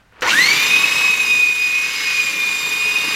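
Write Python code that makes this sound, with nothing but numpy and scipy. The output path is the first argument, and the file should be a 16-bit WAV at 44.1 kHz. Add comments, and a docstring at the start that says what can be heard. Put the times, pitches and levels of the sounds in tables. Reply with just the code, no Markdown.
"""A bare room with a wooden floor, a handheld electric belt sander close to the microphone.
First the idle room and a faint rustle; then the trigger clicks, and knocks and mains-pulsed current ring the housing.
The motor spins up: its eight-bladed cooling fan sings a high whine on a multiple of the shaft rate, over shaft
and gear tones and the shaped noise of drone, belt, rushing air and hiss.
To the end the whine swells and fades as the tool is moved about."""
import sys
import numpy as np
from scipy import signal
from scipy.fft import rfft, irfft, next_fast_len
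from scipy.io import wavfile
from scipy.ndimage import map_coordinates

SR = 44100
rng = np.random.default_rng(int(sys.argv[2]) if len(sys.argv) > 2 else 0)


def bounce(signal):
    """Save signal as a 16-bit WAV file at the path given by the first command-line argument."""
    frames = np.transpose(np.atleast_2d(signal))
    limited = np.clip(frames, -1, 1)
    pcm = np.round(limited * 32767).astype(np.int16)
    wavfile.write(sys.argv[1], SR, pcm)


N = 138915

# Place: idle room noise [f/Hz, relative density/dB]; echo of the bare walls [f/Hz, t60/s]
IDLE_SPECTRUM = [(25, -12), (65, -3), (110, -11), (400, -24), (1500, -19), (15000, -46)]
ROOM_DECAY = [(150, 0.26), (2000, 0.77), (6000, 0.22), (15000, 0.072)]
IDLE_DB = -55

# Faint rustle, loudest before the start: [t/s, level/dB]; its colour [f/Hz, relative density/dB]
RUSTLE_LEVEL = [(0, -54), (.09, -78), (.13, -53.5), (.2, -43), (.3, -60)]
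RUSTLE_SPECTRUM = [(100, -7), (1500, -2), (2800, -9.5), (7000, -33), (15000, -54)]

# Trigger click: [f/Hz, relative density/dB]
CLICK_SPECTRUM = [(1000, -5), (6000, 3), (9000, -6), (15000, -19)]
CLICK_S, START_S = .209, .2195
# Knocks as the trigger is squeezed and the drive takes up its slack: [t/s, strength/dB]
KNOCKS = [(0.124, -44.5), (0.2213, -14), (0.2273, -23)]
# Modes of the housing: [f/Hz, relative level/dB, t60/s]
HOUSING_MODES = [(291, -23, 0.33), (508, -1.5, 0.17), (940, -4.5, 0.16), (1453, 7.5, 0.058),
                 (1794, 8, 0.027), (2210, -1, 0.04), (2900, -12, 0.02)]
MAINS_PULSE_HZ = 120
INRUSH_DB, INRUSH_S = -27, 0.1  # starting current: initial strength; time in which it drops 4.6 dB

# Noise of the running tool, before a fixed trim of each band:
# [t/s, drone level/dB, belt level/dB, air level/dB, hiss level/dB, finest hiss level/dB]
RUSH_LEVELS = [(0.23, -55, -15, -29, -36, -54), (0.24, -34, -19.5, -34, -47, -57),
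               (0.28, -44, -24.5, -30, -33, -48.5), (0.3, -41, -26, -22.5, -29.5, -46.5),
               (0.35, -31, -31, -29.5, -33.5, -43.5), (0.46, -35.5, -31.5, -25.5, -29.5, -45.5),
               (1.02, -42, -31.5, -30.5, -36, -45.5), (1.12, -45.5, -34.5, -34, -34, -48),
               (1.36, -41.5, -38.5, -35, -34.5, -48), (1.54, -49, -42, -37.5, -38.5, -52.5),
               (2.11, -48, -39, -31, -36, -50), (2.29, -45, -38.5, -34, -36, -49.5),
               (2.7, -45.5, -36.5, -35, -39, -49), (2.96, -46.5, -35.5, -34.5, -38, -48),
               (3.07, -38.5, -37, -32.5, -39, -48), (3.15, -46, -33, -32, -40, -48)]
# Colours of those five bands: [f/Hz, relative density/dB]
DRONE_SPECTRUM = [(25, -21), (70, -8.5), (110, -19), (135, 1.5), (185, 2), (240, -0.5), (300, 6),
                  (360, -2.5), (440, -3.5), (600, -7.5), (1200, -27.5)]
BELT_SPECTRUM = [(250, -14), (480, 2), (620, -5), (800, -1.5), (1100, 7.5), (1400, 1), (1750, 2),
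                 (2300, -1.5), (4000, -41)]
AIR_SPECTRUM = [(500, -58), (1100, -11.5), (1700, -4.5), (2200, 0), (2700, 2.5), (3350, -6.5), (3700, -2),
                (4400, -4.5), (5000, -12), (6000, -6.5), (10000, -50)]
HISS_SPECTRUM = [(2500, -38), (4500, -12.5), (5300, 1.5), (5600, -8.5), (6100, 3.5), (6700, -1), (7300, 3),
                 (7800, -9.5), (10000, -27)]
FIZZ_SPECTRUM = [(6000, -16), (8000, 3.5), (9900, 5), (10500, 0), (11500, 3.5), (12400, 3.5), (13700, -1.5),
                 (15700, -7.5)]
BELT_TURNS = 0.1  # roller turns per shaft turn
BELT_FLUTTER, SHAFT_FLUTTER = 0.1, 0.11  # depth of each beat in the rush

# Motor speed: [t/s, blade pitch f/Hz]
SPEED = [(0.25, 784.9), (0.28, 1012), (0.31, 1350), (0.35, 1687), (0.4, 1954), (0.47, 2198), (0.55, 2357),
         (0.67, 2479), (0.85, 2538), (1.0, 2550), (1.15, 2523), (1.36, 2480), (1.6, 2479), (1.85, 2499),
         (2.07, 2493), (2.25, 2448), (2.4, 2437), (2.69, 2457), (2.95, 2487), (3.15, 2474)]
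REST_HZ = 502.2  # blade pitch on the first turn
BLADES = 8

# Shaft tones, and gear tones before their sway: [multiple of shaft rate, level/dB]
SHAFT_TONES = [(15, -43.5), (17, -47), (23, -50), (25, -58), (41, -61)]
GEAR_TONES = [(1.4, -50), (3.49, -48), (10.47, -51.5), (19.9, -51.5)]
# The pinion's rough mesh: [multiple of shaft rate, dB relative to the mesh level]; mesh [t/s, level/dB]
MESH_TONES = [(11.65, -5.5), (11.85, -3.5), (12, -4)]
MESH_LEVEL = [(0.42, -39), (0.6, -27.5), (1.22, -35), (1.32, -28.5), (1.97, -52), (2.37, -37), (2.43, -27),
              (2.46, -33.5), (3.15, -33.5)]
# Gear tone just under the whine, and tone one shaft order over it: [t/s, level/dB]
UNDERTONE_LEVEL = [(.3, -37), (.43, -31), (.7, -32.5), (1.13, -31), (1.33, -37), (1.65, -34.5),
                   (1.8, -29.5), (2.1, -28), (2.25, -37), (2.38, -31.5), (2.55, -37)]
SIDEBAND_LEVEL = [(.3, -40), (.55, -36), (1.3, -33.5), (1.6, -48), (2.45, -57), (2.95, -28.5), (3.15, -36)]
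GEAR_ORDER = 6.98  # undertone, in multiples of the shaft rate

# Blade whine and its octave: [t/s, level/dB]
WHINE_LEVEL = [(0.25, -30), (0.29, -20.5), (0.31, -29), (0.325, -16.5), (0.395, -11), (0.475, -16),
               (0.49, -11), (0.57, -20.5), (0.61, -16.5), (0.67, -21), (0.71, -14.5), (0.765, -12),
               (0.82, -24), (0.84, -10.5), (0.87, -19), (0.91, -26), (0.925, -10.5), (0.945, -34),
               (0.96, -17), (1.04, -13), (1.07, -16.5), (1.095, -11), (1.145, -15.5), (1.165, -27),
               (1.205, -12), (1.26, -21), (1.34, -11.5), (1.37, -17), (1.425, -13), (1.52, -17.5),
               (1.56, -26.5), (1.62, -16.5), (1.725, -22.5), (1.75, -14), (1.855, -21), (1.91, -28),
               (1.95, -27.5), (2.02, -36), (2.065, -21), (2.105, -18.5), (2.135, -23), (2.2, -13.5),
               (2.235, -26.5), (2.285, -16.5), (2.315, -26), (2.425, -17.5), (2.59, -20.5), (2.615, -29),
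               (2.655, -17), (2.69, -28), (2.725, -17.5), (2.785, -23.5), (2.85, -15.5), (2.92, -20.5),
               (2.947, -35), (2.96, -11), (2.976, -19.5), (3.03, -24.5), (3.145, -23)]
OCTAVE_LEVEL = [(.26, -31), (.305, -15.5), (.335, -32), (.39, -24.5), (.425, -20.5), (.53, -23.5),
                (.6, -33.5), (.86, -33), (1.09, -29.5), (1.17, -60), (1.25, -31), (1.57, -43),
                (1.64, -31.5), (1.77, -43), (1.85, -35), (2.08, -30.5), (2.32, -36), (2.38, -45),
                (2.47, -37.5), (3.05, -35), (3.09, -25), (3.15, -32)]
# Higher fan overtones, before the vents: [multiple of blade pitch, level/dB, extra at start of spin-up/dB]
BLADE_OVERTONES = [(3, -41.5, 8), (4, -41.5, 6), (5, -50, 20), (6, -59, 30)]
# The vents colour those overtones: [f/Hz, gain/dB]
VENT_RESPONSE = [(5000, -5), (6500, -1), (7400, 2.5), (8300, 2.5), (9200, -3.5), (9900, -3), (10800, -10),
                 (12400, 5), (13600, 0), (15500, -12)]
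STRAIN_S = 0.44  # decay constant of the overtones' extra strength
WHINE_ROUGH, SETTLING_ROUGH, SETTLE_S = .2, .42, .7  # lasting and added roughness; its decay constant

# Microphone: rounding level of the peaks, full scale 1; upper band limit
CEILING, TOP_HZ = .76, 15800


def amp(db):
    """Decibels to gain."""
    return 10 ** (np.asarray(db) / 20)


def unit(x):
    """Scale to rms 1."""
    return x / np.sqrt(np.mean(x ** 2) + 1e-20)


def along(points, hz):
    """Read [f/Hz, value] points on a log frequency axis."""
    f, v = np.transpose(points)
    return np.interp(np.log(hz + 1), np.log(f + 1), v)


def clock():
    """The time of every sample in seconds."""
    return np.arange(N) / SR


def curves(rows):
    """One value per sample for each column after the time."""
    s, *cols = np.transpose(rows)
    return [np.interp(clock(), s, c) for c in cols]


def level(rows):
    """Gain per sample from [t/s, level/dB] rows."""
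    return amp(curves(rows)[0])


def wobble(rate):
    """A smooth random curve, rate knots a second."""
    return map_coordinates(rng.standard_normal(4096), [clock() * rate], mode='wrap')


def filtered(x, response):
    """x shaped by a gain that depends on frequency."""
    m = next_fast_len(N + SR // 2)
    gain = response(np.fft.rfftfreq(m, 1 / SR))
    return irfft(rfft(x, m) * gain, m)[:N]


def noise(spectrum, grit=0):
    """Coloured noise of rms 1; grit clumps it into tiny ticks."""
    x = rng.standard_normal(N) * np.exp(grit * wobble(1200))
    return unit(filtered(x, lambda hz: amp(along(spectrum, hz))))


def tone(angle, rough, rate):
    """A line of rms about 1 that turbulence shakes in level and phase."""
    in_phase = (1 + rough * wobble(rate)) * np.cos(angle)
    quadrature = rough * wobble(rate) * np.sin(angle)
    return (in_phase + quadrature) / np.sqrt(.5 + rough ** 2)


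def running(rise_s):
    """0 before the start, then rising exponentially towards 1."""
    return 1 - np.exp(-np.maximum(clock() - START_S, 0) / rise_s)


def in_room(x, wet_db):
    """Direct sound plus the bare walls' answer, noise dying faster or slower by band, at equal power."""
    hz, t, z = signal.stft(rng.standard_normal(SR // 2), SR, nperseg=256)
    decay = amp(-60 * t / along(ROOM_DECAY, hz)[:, None])
    tail = signal.istft(z * decay, SR, nperseg=256)[1]
    echo = signal.fftconvolve(x, tail / np.linalg.norm(tail))[:N]
    return (x + amp(wet_db) * echo) / np.sqrt(1 + amp(wet_db) ** 2)


def idle_room():
    """The steady coloured noise of the place."""
    return amp(IDLE_DB) * noise(IDLE_SPECTRUM)


def rustle():
    """A faint rustle: slightly gritty noise of changing level."""
    return level(RUSTLE_LEVEL) * noise(RUSTLE_SPECTRUM, grit=0.17)


def trigger_click():
    """The switch snaps: bright noise that dies 60 dB in 30 ms."""
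    age = clock() - CLICK_S
    return amp(-33 - 60 * np.abs(age) / 0.03) * (age > 0) * noise(CLICK_SPECTRUM)


def housing_jolt():
    """Knocks and the pulsing starting current strike the housing, which cracks and rings in its modes."""
    pulse_s = np.arange(1, 30) / MAINS_PULSE_HZ
    buzz = [(START_S + s, INRUSH_DB - 4.6 * s / INRUSH_S) for s in pulse_s]
    blows = np.zeros(N)
    for s, db in [*KNOCKS, *buzz]:
        blows[round(s * SR)] += amp(db + rng.normal(0, 1))
    t = np.arange(SR // 4) / SR
    ring = sum(amp(db - 60 * t / t60) * np.sin(2 * np.pi * hz * t) for hz, db, t60 in HOUSING_MODES)
    crack = amp(-11 - 60 * t / 0.0037) * rng.standard_normal(len(t))
    jolt = signal.fftconvolve(blows, amp(-8.5) * ring + crack)[:N]
    return signal.sosfilt(signal.butter(2, 220, 'highpass', fs=SR, output='sos'), jolt)


def start():
    """Click and jolt with the same answer from the room."""
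    return in_room(housing_jolt() + trigger_click(), wet_db=-3)


def shaft_angle():
    """The motor's angle in radians: its speed summed, with a slight random unsteadiness."""
    blade_hz, = curves([(START_S, REST_HZ), *SPEED])
    drift = .0012 * wobble(35)
    return 2 * np.pi * np.cumsum(blade_hz * (1 + drift)) / BLADES / SR


def rush(angle):
    """Motor drone, belt, cooling air and gritty hiss, beating with the roller and the shaft."""
    drone_db, belt_db, air_db, hiss_db, fizz_db = curves(RUSH_LEVELS)
    drone = amp(drone_db + 1.0) * noise(DRONE_SPECTRUM, grit=0.41)
    belt = amp(belt_db + 2) * unit(in_room(noise(BELT_SPECTRUM, grit=0.44), wet_db=-10.5))
    air = amp(air_db + 7.5) * unit(in_room(noise(AIR_SPECTRUM, grit=0.26), wet_db=-10.0))
    hiss = amp(hiss_db + 0.5) * noise(HISS_SPECTRUM, grit=0.2)
    fizz = amp(fizz_db + 10.0) * noise(FIZZ_SPECTRUM, grit=0.12)
    beat = 1 + BELT_FLUTTER * np.cos(BELT_TURNS * angle) + SHAFT_FLUTTER * np.cos(angle)
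    started = drone * running(0.11) + belt * running(0.026) + (air + hiss + fizz) * running(0.0016)
    return started * beat


def drive(angle):
    """Clean tones on both sides of the whine, the shaft's unevenness and the rougher tones of the gears."""
    undertone = level(UNDERTONE_LEVEL) * tone(GEAR_ORDER * angle, rough=.15, rate=44)
    sideband = level(SIDEBAND_LEVEL) * tone((BLADES + 1) * angle, rough=0.3, rate=60)
    shaft = sum(amp(db) * tone(k * angle, rough=0.96, rate=27) for k, db in SHAFT_TONES)
    gears = sum(amp(db) * tone(k * angle, rough=1.0, rate=60) for k, db in GEAR_TONES)
    mesh = sum(amp(db) * tone(k * angle, rough=1.0, rate=70) for k, db in MESH_TONES)
    mesh = level(MESH_LEVEL) * mesh
    # the gear tones sway with the belt's level
    belt_db = curves(RUSH_LEVELS)[1]
    sway = amp(1.08 * (belt_db - np.median(belt_db)))
    roomy = in_room(shaft + mesh + gears * sway, wet_db=-3.0)
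    return (undertone + sideband + roomy) * running(0.13)


def fan(angle):
    """Eight blades pass per turn: a whine, rough until the motor settles, its octave and vented overtones."""
    age = np.maximum(clock() - START_S, 0)
    rough = WHINE_ROUGH + SETTLING_ROUGH * np.exp(-age / SETTLE_S)
    whine = level(WHINE_LEVEL) * tone(BLADES * angle, rough=rough, rate=150)
    octave = level(OCTAVE_LEVEL) * tone(2 * BLADES * angle, rough=0.67, rate=130)
    # higher overtones are stronger during the spin-up and swell with the finest hiss
    strain = np.exp(-age / STRAIN_S)
    overtones = sum(amp(db + extra_db * strain) * tone(k * BLADES * angle, rough=0.85, rate=150)
                    for k, db, extra_db in BLADE_OVERTONES)
    fizz_db = curves(RUSH_LEVELS)[-1]
    swell = amp(0.37 * (fizz_db - np.median(fizz_db)))
    vented = filtered(overtones * swell * running(0.07), lambda hz: amp(along(VENT_RESPONSE, hz)))
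    near = in_room((whine + octave) * running(.02), wet_db=-17)
    return near + in_room(vented, wet_db=1.5)


def scene():
    """The sander over the idle room and a faint rustle; all rotating tones share one shaft angle."""
    angle = shaft_angle()
    background = idle_room() + rustle()
    sander = fan(angle) + drive(angle) + rush(angle) + start()
    return (background + sander)[None]


def record(dry):
    """The microphone rounds off the highest peaks and passes nothing from its band limit upwards."""
    held = dry[0] / (1 + np.abs(dry[0] / CEILING) ** 8) ** (1 / 8)
    return filtered(held, lambda hz: hz < TOP_HZ)[None]


dry = scene()
out = record(dry)
bounce(out)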